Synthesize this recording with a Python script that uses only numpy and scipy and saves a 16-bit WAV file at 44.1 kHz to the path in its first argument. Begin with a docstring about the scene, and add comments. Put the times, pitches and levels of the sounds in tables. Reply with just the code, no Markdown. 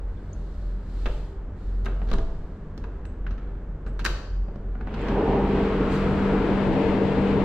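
"""First the deep throb of a hull and soft vent air, heard in a small steel ship's lobby; then tiny metal pings.
Close to the microphone a hand works the dogs, handle and lock of a weather door: noise cracks leave steel modes ringing.
The bolt snaps back, the leaf drags out of its seal and the panel booms in bending modes; bare walls echo the hardware.
Shirt rustle is faint indoors and returns on deck, where the filtered-noise roar and fluttering tones of the fans
stand amid wind."""
import sys
import numpy as np
from scipy import signal
from scipy.fft import rfft, irfft
from scipy.io import wavfile

SR = 44100
rng = np.random.default_rng(int(sys.argv[2]) if len(sys.argv) > 2 else 0)


def put_to_file(sound):
    """Save the sound as 16-bit audio at rate SR, in the file named by the first command-line argument."""
    columns = np.atleast_2d(sound).T  # one column per channel
    safe = np.clip(columns, -1, 1)
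    whole_steps = np.round(safe * 32767)
    wavfile.write(sys.argv[1], SR, whole_steps.astype(np.int16))


N = 328104
TIME, BINS = np.arange(N) / SR, np.fft.rfftfreq(N, 1 / SR)


def amp(db):
    """Decibels to gain."""
    return 10 ** (np.asarray(db) / 20)


def unit(x):
    """Scales to rms 1."""
    return x / np.sqrt(np.mean(abs(x) ** 2) + 1e-30)


def over_hz(table, hz, axis=1):
    """Reads a column of a table along log frequency."""
    columns = np.transpose(table)
    return np.interp(np.log(hz + 1), np.log(columns[0] + 1), columns[axis])


def over_time(table, axis=1):
    """Reads a column of a table at every sample."""
    columns = np.transpose(table)
    return np.interp(TIME, columns[0], columns[axis])


def add(mix, s, sound):
    """Mixes a sound in at time s."""
    part = mix[:, round(s * SR):][:, :sound.shape[-1]]
    part += sound[..., :part.shape[1]]


def wander(rate_hz):
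    """Slow complex random motion of rms 1."""
    spin = np.fft.fftfreq(N, 1 / SR)
    noise = rng.standard_normal(N) + 1j * rng.standard_normal(N)
    return unit(np.fft.ifft(noise * np.exp(-(spin / rate_hz) ** 2)))


def humps(table, hz):
    """Gain in dB of a set of broad resonances and dips."""
    return sum(db / (1 + (2 * (hz - f) / width) ** 4) for f, width, db in table)


def resonance(x, hz, width):
    """A resonance of gain 1 that follows a fixed or moving frequency."""
    turn = np.exp(2j * np.pi * np.cumsum(hz * np.ones(x.shape[-1])) / SR)
    r = np.exp(-np.pi * width / SR)
    # shift the resonance down to 0 Hz, smooth there, and shift back up
    return 2 * (turn * signal.lfilter([1 - r], [1, -r], x / turn)).real


def registers(x, edges_hz):
    """Splits a sound into bands at the given edges."""
    passes = [(edges_hz[0], "low")]
    passes += [(pair, "band") for pair in zip(edges_hz, edges_hz[1:])]
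    passes += [(edges_hz[-1], "high")]
    return [signal.sosfilt(signal.butter(5, hz, kind, fs=SR, output="sos"), x) for hz, kind in passes]


def ringing(modes, t):
    """The dying modes of a struck part."""
    return sum(amp(db - 60 * t / t60) * np.sin(2 * np.pi * (hz * t + rng.random())) for hz, db, t60 in modes)


def rattling(modes, t, blur_hz):
    """The dying modes of a loose part, each blurred by its chatter."""
    chatter = rng.standard_normal((2, len(t)))
    out = 0
    for hz, db, t60 in modes:
        blurred = resonance(resonance(chatter, hz, blur_hz), hz, blur_hz)
        out = out + amp(db - 60 * t / t60) * unit(blurred)
    return out


# likeness of the two microphone ports: (frequency [Hz], coherence [0-1])
PORT_LIKENESS = [(40, 1), (90, 1), (180, 1), (320, 0.99), (520, 0.95), (900, 0.82), (1500, 0.8),
                 (2600, 0.51), (4500, 0.25), (8000, 0.18)]
# lead of the left port: (frequency [Hz], phase [radians])
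PORT_LEAD = [(280, 0), (1000, -0.13), (1900, 0.087), (4000, -0.91), (8000, -1.7)]


def air_noise(colour, size=N):
    """Coloured noise at the two ports: alike in the bass, apart in the treble."""
    hz = np.fft.rfftfreq(size, 1 / SR)
    left, other = rfft(rng.standard_normal((2, size)))
    same = np.clip(over_hz(PORT_LIKENESS, hz), 0, 1)
    right = same * left + np.sqrt(1 - same ** 2) * other
    right = right * np.exp(-1j * over_hz(PORT_LEAD, hz))
    return unit(irfft(np.array([left, right]) * amp(colour(hz)), size))


# uneven level of the hull's beating tone: (time [s], level before trim [dB])
THROB = [(0, -33.5), (.08, -22.5), (.17, -36), (0.45, -30.5), (.75, -25.5), (.85, -30), (0.95, -23),
         (1.27, -29.5), (1.38, -40), (1.73, -22.5), (2.18, -23), (2.45, -46), (3.0, -31), (3.12, -41),
         (3.32, -21.5), (3.41, -35), (3.5, -29), (3.84, -34.5), (4.03, -25), (4.16, -22.5), (4.21, -39),
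         (4.3, -27), (4.43, -21), (4.55, -49), (4.68, -23.5), (4.8, -29), (5.0, -27.5), (5.6, -27.5),
         (6.3, -33.5), (7.4, -43.5)]
THROB_HZ, THROB_TRIM_DB = 43.8, -2.5
SHUDDER_DB, SHUDDER_HZ = -39, 11.2  # random shaking that beats with the tone


def hull(overtone_db=-20):
    """The engine shakes the hull in one deep tone with a weak octave; random shuddering makes it beat."""
    pitch_hz = THROB_HZ + .35 * wander(2.14).real  # slight drift
    turn = np.exp(2j * np.pi * np.cumsum(pitch_hz) / SR)
    tone = amp(over_time(THROB) + THROB_TRIM_DB) * (turn + amp(overtone_db) * turn ** 2)
    shudder = amp(SHUDDER_DB) * wander(SHUDDER_HZ) * turn
    return np.sqrt(2) * (tone + shudder).real


# colour of the lobby's vent air: (frequency [Hz], density [dB per Hz])
VENT_COLOUR = [(20, -4), (85, -2), (120, -13.5), (160, -11.5), (225, -16), (300, -17.5), (450, -20.5),
               (650, -27.5), (1600, -34.5), (2400, -46.5), (3500, -53), (5000, -60.5), (7500, -62),
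               (10000, -75), (15000, -87.5)]
VENT_DB = -37.5


def vent():
    """Soft, dull, nearly steady air of the lobby's ventilation."""
    swell_db = .6 * wander(3).real
    return amp(VENT_DB + swell_db) * air_noise(lambda hz: over_hz(VENT_COLOUR, hz))


# where the microphone is: (time [s], place [0 lobby, 1 doorway, 2 deck])
PLACE = [(4.8, 0), (4.98, .5), (5.16, 1), (5.6, 1.1), (6.1, 1.8), (6.7, 2)]
# gusts on the microphone: (lobby [dB], doorway [dB], deck [dB])
WIND_DB = (-80, -58, -36.5)


def wind(corner_hz=55, lump_db=3):
    """Eddies buffet each port on its own, more the farther out the microphone is."""
    band = signal.butter(2, [corner_hz / 3, corner_hz * 2], "band", fs=SR, output="sos")
    eddies = signal.sosfilt(band, rng.standard_normal((2, N)))
    level_db = np.interp(over_time(PLACE), np.arange(3), WIND_DB)
    return unit(eddies) * amp(level_db + lump_db * wander(6).real)


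# blade tones of the fans: (frequency [Hz], lobby [dB], doorway [dB], deck [dB], flutter outside [0-1])
FAN_TONES = [(71.2, -52.5, -38, -45, .45), (149.5, -51, -39.5, -38.5, .55),
             (197.1, -52.5, -28.5, -26.8, .22), (394.2, -58, -30.5, -41, .17), (458, -65.5, -41, -36, .55),
             (591.3, -66, -51, -45.5, .25), (788.4, -78, -42, -56, .15), (898, -80, -52, -51, .4)]


def fan_tones(flutter_hz=6):
    """Blade tones hold their pitch, flutter in the turbulent inflow, and arrive fainter and more blurred indoors."""
    place, out = over_time(PLACE), np.zeros(N)
    lobby_flutter = .17  # added indoors
    for hz, *levels_db, outside_flutter in FAN_TONES:
        flutter = outside_flutter + lobby_flutter * np.maximum(1 - place, 0)
        strength = (1 - flutter + flutter * wander(flutter_hz)) / np.hypot(1 - flutter, flutter)
        tone = (strength * np.exp(2j * np.pi * hz * TIME)).real
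        out += amp(np.interp(place, np.arange(3), levels_db)) * tone
    return np.sqrt(2) * out


def passing(start, end, blur_s=0.027):
    """Rises from 0 to 1 and falls back while the microphone passes a spot."""
    return (np.tanh((TIME - start) / blur_s) - np.tanh((TIME - end) / blur_s)) / 2


# colour of the deck fans: (frequency [Hz], density [dB per Hz])
ROAR_COLOUR = [(20, -11), (70, 3), (110, 1), (280, 2.5), (460, 0), (580, -9.5), (900, -12), (1200, -16),
               (2700, -27), (4500, -39.5), (6000, -50.5), (7800, -53), (9500, -65), (15000, -77)]
# resonances and dips of the fan ducts: (frequency [Hz], width [Hz], lift [dB])
DUCT = [(76, 66, -3), (143, 27, 2), (169, 16, -4), (216.6, 25, -4.5), (282, 53, 1.5), (316, 30, 3),
        (362, 64, -3.5), (437, 58, 4.5), (493.6, 24, 6), (523, 45, -5), (970, 83, 1.5)]
# rumble, rush, bright edge and hiss of the fans:
# (deck level [dB], swell as the door opens [s], extra in the frame [dB], extra beside the leaf [dB])
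ROAR_BANDS = [(-24.5, 0.38, -1, -1.6), (-33, 0.34, -0.5, -2.5), (-41.5, 0.28, -.5, 1),
              (-41, 0.21, -3.5, -1.15)]
# the microphone passes frame, then leaf: (from [s], to [s])
IN_FRAME, BESIDE_LEAF = (4.6, 5.48), (5.65, 6.47)
OPENS_S, SWELL_POWER = 4.823, 1.38  # the seal parts; short waves get through the gap first


def deck_roar(gust_db=1.05):
    """Turbulent fan air; each register swells as the door opens, and frame and leaf colour it in passing."""
    def colour(hz):
        return over_hz(ROAR_COLOUR, hz) + humps(DUCT, hz)
    out = np.zeros((2, N))
    for k, (deck_db, swell_s, frame_db, leaf_db) in enumerate(ROAR_BANDS):
        band = registers(air_noise(colour), (520, 1050, 1800))[k]
        gap = np.clip((TIME - OPENS_S) / swell_s, 0, 1) ** SWELL_POWER
        level_db = deck_db + frame_db * passing(*IN_FRAME) + leaf_db * passing(*BESIDE_LEAF)
        out += unit(band) * gap * amp(level_db + gust_db * wander(11.0).real)
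    return out


# air gaps that ring as the microphone passes:
# (from [s], to [s], first frequency [Hz], last frequency [Hz], width [Hz], lift [dB])
NOOKS = [(5.1, 5.5, 735, 820, 260, 6.5), (5.1, 5.5, 405, 420, 110, 2), (5.55, 6.3, 1220, 1260, 260, 4),
         (6.0, 6.7, 1210, 1530, 324, 4.5), (6.4, 7.313, 590, 550, 129, 4)]


def walk_through(x):
    """Gaps between leaf, body and bulkhead ring in passing; each resonance swells, glides and fades."""
    for start, end, from_hz, to_hz, width, db in NOOKS:
        along = np.clip((TIME - start) / (end - start), 0, 1)
        lift = amp(db * np.sin(np.pi * along)) - 1
        x = x + lift * resonance(x, from_hz + (to_hz - from_hz) * along, width)
    return x


# shading of the right port by the body on deck: (frequency [Hz], left-right difference [dB])
BODY_SHADE = [(100, 0), (300, 1.6), (700, 5), (1800, 6), (8000, 4)]


def turn_on_deck(x, start=5.36, end=6.7, levelling=0.36):
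    """Turning outside shades the right port and undoes part of the phase lead between the ports."""
    lean_db = over_hz(BODY_SHADE, BINS) / 2
    left = amp(lean_db)
    right = amp(-lean_db) * np.exp(1j * levelling * over_hz(PORT_LEAD, BINS))
    turned = irfft(rfft(x) * np.array([left, right]), N)
    return x + np.interp(TIME, [start, end], [.15, 1]) * (turned - x)


# colour of sliding cloth: (frequency [Hz], density [dB per Hz])
CLOTH = [(300, -2.5), (800, -1.5), (1500, 0), (2500, -0.5), (3300, 0.5), (4200, 3.5), (6000, -7),
         (7600, -5), (9500, -17), (11300, -16), (12500, -17.5), (15500, -29.5)]
# moves of arm or body: (time of fastest motion [s], level [dB], rise [s], fall [s])
MOVES = [(.65, -65, 0.58, 0.12), (1.1, -57, 0.23, 0.2), (1.63, -66, 0.066, 0.2), (2.1, -66.5, 0.27, 0.49),
         (5.93, -50.5, 0.025, 0.074), (6.05, -59, 0.21, 0.37), (7.2, -63, 0.94, 0.36)]


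def shirt(grain_db=0.5):
    """Fibres catch and slip in a fine, uneven hiss that swells and fades with each move."""
    speed = sum(amp(db) * np.exp(-((TIME - s) / np.where(TIME < s, rise, fall)) ** 2) for s, db, rise, fall in MOVES)
    return speed * amp(grain_db * wander(60).real) * air_noise(lambda hz: over_hz(CLOTH, hz))


# the leaf rocks in its seal, or rings in the bending mode that a blow favours:
# (time [s], frequency [Hz], starting level [dB], t60 [s])
ROCKS = [(1.067, 22, -20.5, 0.57), (1.06, 592, -41, .5), (1.06, 495, -43, .38), (2.12, 20.8, -15, 1),
         (2.131, 160, -32.5, .28), (4.88, 208, -34, .35)]


def door_rock():
    """The freed leaf sways in slow, dying cycles, or hums briefly as it flexes."""
    t, out = np.arange(SR) / SR, np.zeros((2, N))
    for s, hz, db, t60 in ROCKS:
        add(out, s, amp(db - 60 * t / t60) * np.sin(2 * np.pi * hz * t))
    return out


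# crowded low modes of the panel: (frequency [Hz], density [dB per Hz])
PANEL = [(60, -11), (155, 1.5), (210, -16.5), (285, -12), (370, -2), (520, -1), (630, -2), (820, -19),
         (1250, -22.5), (1900, -28), (2900, -18.5), (5000, -50.5)]
# parts that come free and set the panel booming:
# (time [s], level before decay [dB], t60 [s], favoured frequency [Hz], its lift [dB])
BOOMS = [(1.06, -36, 0.5, 300, 5), (2.127, -44, 0.22, 250, 4), (4.056, -39, 0.85, 450, 2.5),
         (4.872, -44, 0.28, 660, 7)]


def panel_boom(build=0.0049, spot_q=3):
    """Bending waves spread over the leaf and die in its low modes; each striking spot favours some of them."""
    t, out = np.arange(SR) / SR, np.zeros((2, N))
    for s, db, t60, spot_hz, spot_db in BOOMS:
        modes = air_noise(lambda hz: over_hz(PANEL, hz), size=SR)
        modes = modes + (amp(spot_db) - 1) * resonance(modes, spot_hz, spot_hz / spot_q)
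        add(out, s, modes * amp(db - 60 * t / t60) * (1 - np.exp(-t / build)))
    return out


# the leaf leaves its seal: (from [s], to [s], level at the middle [dB])
SEAL_RUB = (4.93, 5.17, -56.5)


def seal_rub(slips_per_s=900, uneven_db=4, rub_hz=2400, width_hz=1500):
    """The leaf drags out of its rubber seal in a short, grainy scrape of random slips."""
    start, end, db = SEAL_RUB
    sizes = amp(uneven_db * rng.standard_normal(N)) * rng.standard_normal((2, N))
    slips = (rng.random(N) < slips_per_s / SR) * sizes
    scrape = unit(resonance(resonance(slips, rub_hz, width_hz), rub_hz, width_hz))
    return scrape * amp(db) * np.sin(np.pi * np.clip((TIME - start) / (end - start), 0, 1))


# colour of struck latch steel: (frequency [Hz], density [dB per Hz])
LATCH_COLOUR = [(100, -4.5), (160, 4), (230, 0.5), (330, -6.5), (600, -8.5), (850, -11), (1500, -4),
                (2500, -16.5), (3300, -19.5), (4300, -21), (6000, -30), (8000, -39.5), (10000, -47.5),
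                (15000, -52.5)]
# the handle's spindle grinds as it turns: (from [s], to [s], level at the middle [dB])
GRINDS = [(1.816, 1.998, -50), (2.052, 2.16, -48), (3.26, 3.673, -58.5), (4.018, 4.09, -43),
          (4.614, 5.097, -55.5)]


def spindle(slips_per_s=300, uneven_db=3, slip_t60=0.014, dull_hz=3600):
    """Tiny stick-slips of the spindle sound in the colour of the latch steel, with the treble rolled off."""
    size = 1024
    slip = air_noise(lambda hz: over_hz(LATCH_COLOUR, hz), size=size)
    slip = slip * amp(-60 * np.arange(size) / SR / slip_t60)
    slip = signal.lfilter(*signal.butter(2, dull_hz, fs=SR), slip)
    sizes = amp(uneven_db * rng.standard_normal(N)) * rng.choice([-1, 1], N)
    train = (rng.random(N) < slips_per_s / SR) * sizes
    grind = unit(signal.oaconvolve(train[None], slip, axes=1)[:, :N])
    turning = sum(amp(db) * np.sin(np.pi * np.clip((TIME - start) / (end - start), 0, 1)) for start, end, db in GRINDS)
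    return grind * turning


# the lock's steel parts ring: (time [s], centre frequency [Hz], starting level [dB], t60 [s])
PINGS = [(0.172, 3400, -59, .04), (0.331, 6330, -50, 0.05), (0.33, 6950, -55, .04),
         (2.776, 5200, -55, 0.05), (5.013, 7400, -58, .04)]


def pings(spread=0.046, count=12):
    """Springs and pins ring in clusters of close high modes."""
    t, out = np.arange(SR // 2) / SR, np.zeros((2, N))
    for s, hz, db, t60 in PINGS:
        modes_hz = hz * (1 + spread * rng.uniform(-1.1, 1, count))
        cluster = sum(np.sin(2 * np.pi * (f * t + rng.random((2, 1)))) for f in modes_hz)
        add(out, s, unit(cluster) * amp(db - 60 * t / t60) * np.minimum(t / .001, 1))
    return out


# the thumb turn plucks its spring: (time [s], level [dB])
TWANGS = [(3.053, -69), (3.866, -71)]
# modes of that spring: (frequency [Hz], relative level [dB], t60 [s])
SPRING = [(6368, -8, .13), (6780, -4, .22), (7400, -9, .12), (7810, 0, .3), (8161, -8, .1),
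          (8700, -10, .25)]


def spring(blur_hz=70):
    """The thumb turn's spring buzzes on in a few fine, high lines."""
    t, out = np.arange(SR // 2) / SR, np.zeros((2, N))
    for s, db in TWANGS:
        add(out, s, amp(db) * rattling(SPRING, t, blur_hz))
    return out


# the bolt snaps back against its stop: (time [s], level [dB])
BOLT_STOP = (4.052, -52)
# modes of the bolt: (frequency [Hz], relative level [dB], t60 [s])
BOLT = [(2150, 1, 0.54), (2260, 2, 0.45), (3280, 2, .42), (3780, 6, .55), (4081, 2, .6), (4320, 3.5, .72),
        (4240, 0, .7), (4580, 2, 0.56), (5609, -5.5, .45), (6010, -13, .5), (6950, -11, .6)]


def bolt(blur_hz=110):
    """The bolt hits its stop and rattles on in a crowd of close modes."""
    t, out = np.arange(SR) / SR, np.zeros((2, N))
    s, db = BOLT_STOP
    add(out, s, amp(db) * rattling(BOLT, t, blur_hz))
    return out


# blows of latch parts: (time [s], clack before trim [dB], thud of the leaf [dB], loss per higher register [dB],
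# left-right in the top register [dB], t60 of the crack [s], resonance of the struck part [Hz], its lift [dB])
LATCH_BLOWS = [(1.0571, -41, -38, 12, 7, 0.045, 3400, 8.5), (1.0619, -44.5, -42, 12, 7, 0.069, 1630, 7),
               (1.847, -60, -43, 2, 3, 0.037, 4000, 1), (1.857, -49.5, -42, 5, -1, 0.033, 3540, 3),
               (1.862, -44, -41, 15, 3, 0.026, 1450, 4.5), (1.866, -46, -43, 17, 1, .09, 1540, 5.5),
               (1.883, -56, -44, 14, 2, .03, 3000, 1), (2.016, -53, -37.5, 17, -3, .055, 1800, 4),
               (2.073, -65, -48, 5, 3, 0.033, 3500, 6), (2.087, -57.5, -44, 7, 5, 0.054, 3500, 9),
               (2.1, -60, -48, 3, -1, .04, 4500, 5), (2.114, -44.5, -36.5, 7.5, 0, 0.018, 3290, 5),
               (2.118, -50, -46, 10, 2, 0.03, 1100, 9), (2.1302, -46.5, -42, 7, 1, 0.034, 3820, 6.5),
               (2.1361, -47, -38, 8, 3, 0.02, 7600, 12), (2.142, -53, -38.5, 10, 4, 0.026, 965, 7),
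               (2.153, -53, -50, 10, 3, 0.035, 1800, -2), (2.1837, -48.5, -40, 7.5, 3, .03, 900, 8),
               (2.777, -58.5, -45.5, 3.5, -3, 0.024, 5200, 4), (2.839, -51, -46, 12.5, 4, 0.058, 1020, 10),
               (3.0525, -55, -55, 9, -2, 0.025, 6850, 3.5), (3.265, -46.5, -55, 15.5, -3, 0.07, 1710, 6.5),
               (3.307, -53.5, -47.5, 12, 1, 0.09, 5830, 8.5), (3.379, -55.5, -41, 12.5, -3, 0.067, 1500, 0),
               (3.863, -54, -45, 14.5, -2, 0.13, 8100, 12.5), (3.992, -42, -42, 8.5, -2, 0.095, 2830, 4),
               (4.045, -42, -52, 3, -3, 0.081, 6000, 2), (4.05, -28.5, -38.5, 5, -4.5, 0.039, 3380, -12),
               (4.06, -27, -46, 9, 12, 0.053, 3380, -4), (4.482, -64, -40, 14, 2.5, 0.044, 450, -3),
               (4.557, -64, -41, 7, 1, 0.031, 4500, 2), (4.752, -61.5, -44.5, 24, 6, 0.04, 1400, 10),
               (4.809, -57, -41.5, 12, -1, 0.06, 1600, 10.5),
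               (4.871, -46.5, -37.5, 20.5, -1, 0.063, 706, 7), (4.94, -48, -39, 11.5, 0, 0.057, 4600, 7.5),
               (5.084, -43.5, -32.5, 12.5, 6, 0.058, 5030, 7)]
# ringing of the door leaf and its lock: (frequency [Hz], relative level [dB], t60 [s])
STEEL = [(170, 8, 0.24), (258.3, -3.5, 1), (293, -8, 0.2), (387.3, 0.5, 0.38), (445.4, 2, 0.52),
         (490, -7.5, 0.19), (599, -15, 0.34), (660, -5, 0.29), (1210, -14, 0.45), (1450, -15, .25),
         (1820, -7, 0.18), (2690, -9.5, 0.18), (2660, -6, 0.15), (3885, -21, .5), (5830, -29, 0.45)]
# short, broad resonances of the lock case: (frequency [Hz], width [Hz], lift [dB])
LOCK_CASE = [(910, 240, -0.5), (1270, 100, 5), (1700, 410, 2), (2140, 240, 0), (2660, 650, 5.5),
             (3960, 320, 3), (5600, 700, -1.5), (12500, 3200, 3)]


def latch(rise=0.0003, ring_db=-26, trims_db=(0, -1, -1, -4), blow_s=0.027, part_q=4):
    """A dense crack coloured by the struck part, with door modes ringing; each blow has its own loss of treble."""
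    size = 16384
    t, out = np.arange(size) / SR, np.zeros((2, N))
    for s, clack_db, thud_db, dull_db, pan_db, crack_t60, part_hz, part_db in LATCH_BLOWS:
        parts_db = thud_db, clack_db, clack_db - dull_db, clack_db - 2 * dull_db
        crack = air_noise(lambda hz: over_hz(LATCH_COLOUR, hz) + humps(LOCK_CASE, hz), size=size)
        crack = crack * amp(-60 * t / crack_t60)
        struck = (crack + amp(ring_db) * ringing(STEEL, t)) * (1 - np.exp(-t / rise))
        bands = registers(struck, (800, 3000, 7000))
        blow = np.zeros((2, size))
        for k, (band, db, trim_db) in enumerate(zip(bands, parts_db, trims_db)):
            # the shorter the waves, the more they favour one port
            lean_db = np.array([[pan_db], [-pan_db]]) / 2 * k / (len(bands) - 1)
            # levels count the energy as if spread over blow_s
            blow += unit(band) * np.sqrt(blow_s / t[-1]) * amp(db + trim_db + lean_db)
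        part = (amp(part_db) - 1) * resonance(blow, part_hz, part_hz / part_q)
        add(out, s, blow + part)
    return out


# echo of the steel lobby: (frequency [Hz], t60 [s], level [dB])
LOBBY_ECHO = [(150, 0.28, 2.5), (550, 0.79, 0), (900, 1, 0), (1420, 0.73, -7.5), (2400, .65, -8),
              (3200, 0.71, -2), (3900, 0.49, -6.5), (4600, 0.83, -5.5), (5400, 0.78, -6), (7100, 0.65, -5),
              (9000, 0.49, -6), (14500, .36, -8)]


def lobby(x, build=0.0033):
    """Bare steel walls close by: a dense echo that builds within milliseconds and dies band by band."""
    hz, t, z = signal.stft(air_noise(np.zeros_like, size=SR), SR, nperseg=256)
    t60, echo_db = (over_hz(LOBBY_ECHO, hz, axis=k)[:, None] for k in range(1, 3))
    energy_scale = np.sqrt(2 * np.log(1000) / (t60 * SR))  # a longer decay starts lower
    z = z * amp(echo_db - 60 * t / t60) * energy_scale * (1 - np.exp(-t / build))
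    tail = signal.istft(z, SR, nperseg=256)[1]
    return signal.fftconvolve(x, tail, axes=1)[:, :N]


PING_ECHO_DB = -5  # the small parts are close by, so less of the lobby is heard on them


def scene():
    """Door hardware in the lobby, the ship's hull and vent air, and the deck outside."""
    small_parts = pings() + spring() + bolt()
    door = latch() + spindle() + seal_rub()
    echo = lobby(door + amp(PING_ECHO_DB) * small_parts)
    inside = door + small_parts + echo + panel_boom() + door_rock() + vent()
    fans = walk_through(deck_roar()) + fan_tones()
    outside = turn_on_deck(fans) + wind()
    return inside + outside + shirt() + hull()


def record(dry):
    """The recorder's band limit: a steep low-pass at 15.7 kHz."""
    low_pass = signal.firwin(511, 15700, window=("kaiser", 9), fs=SR)
    return signal.oaconvolve(dry, low_pass[None], "same")


dry = scene()
out = record(dry)
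put_to_file(out)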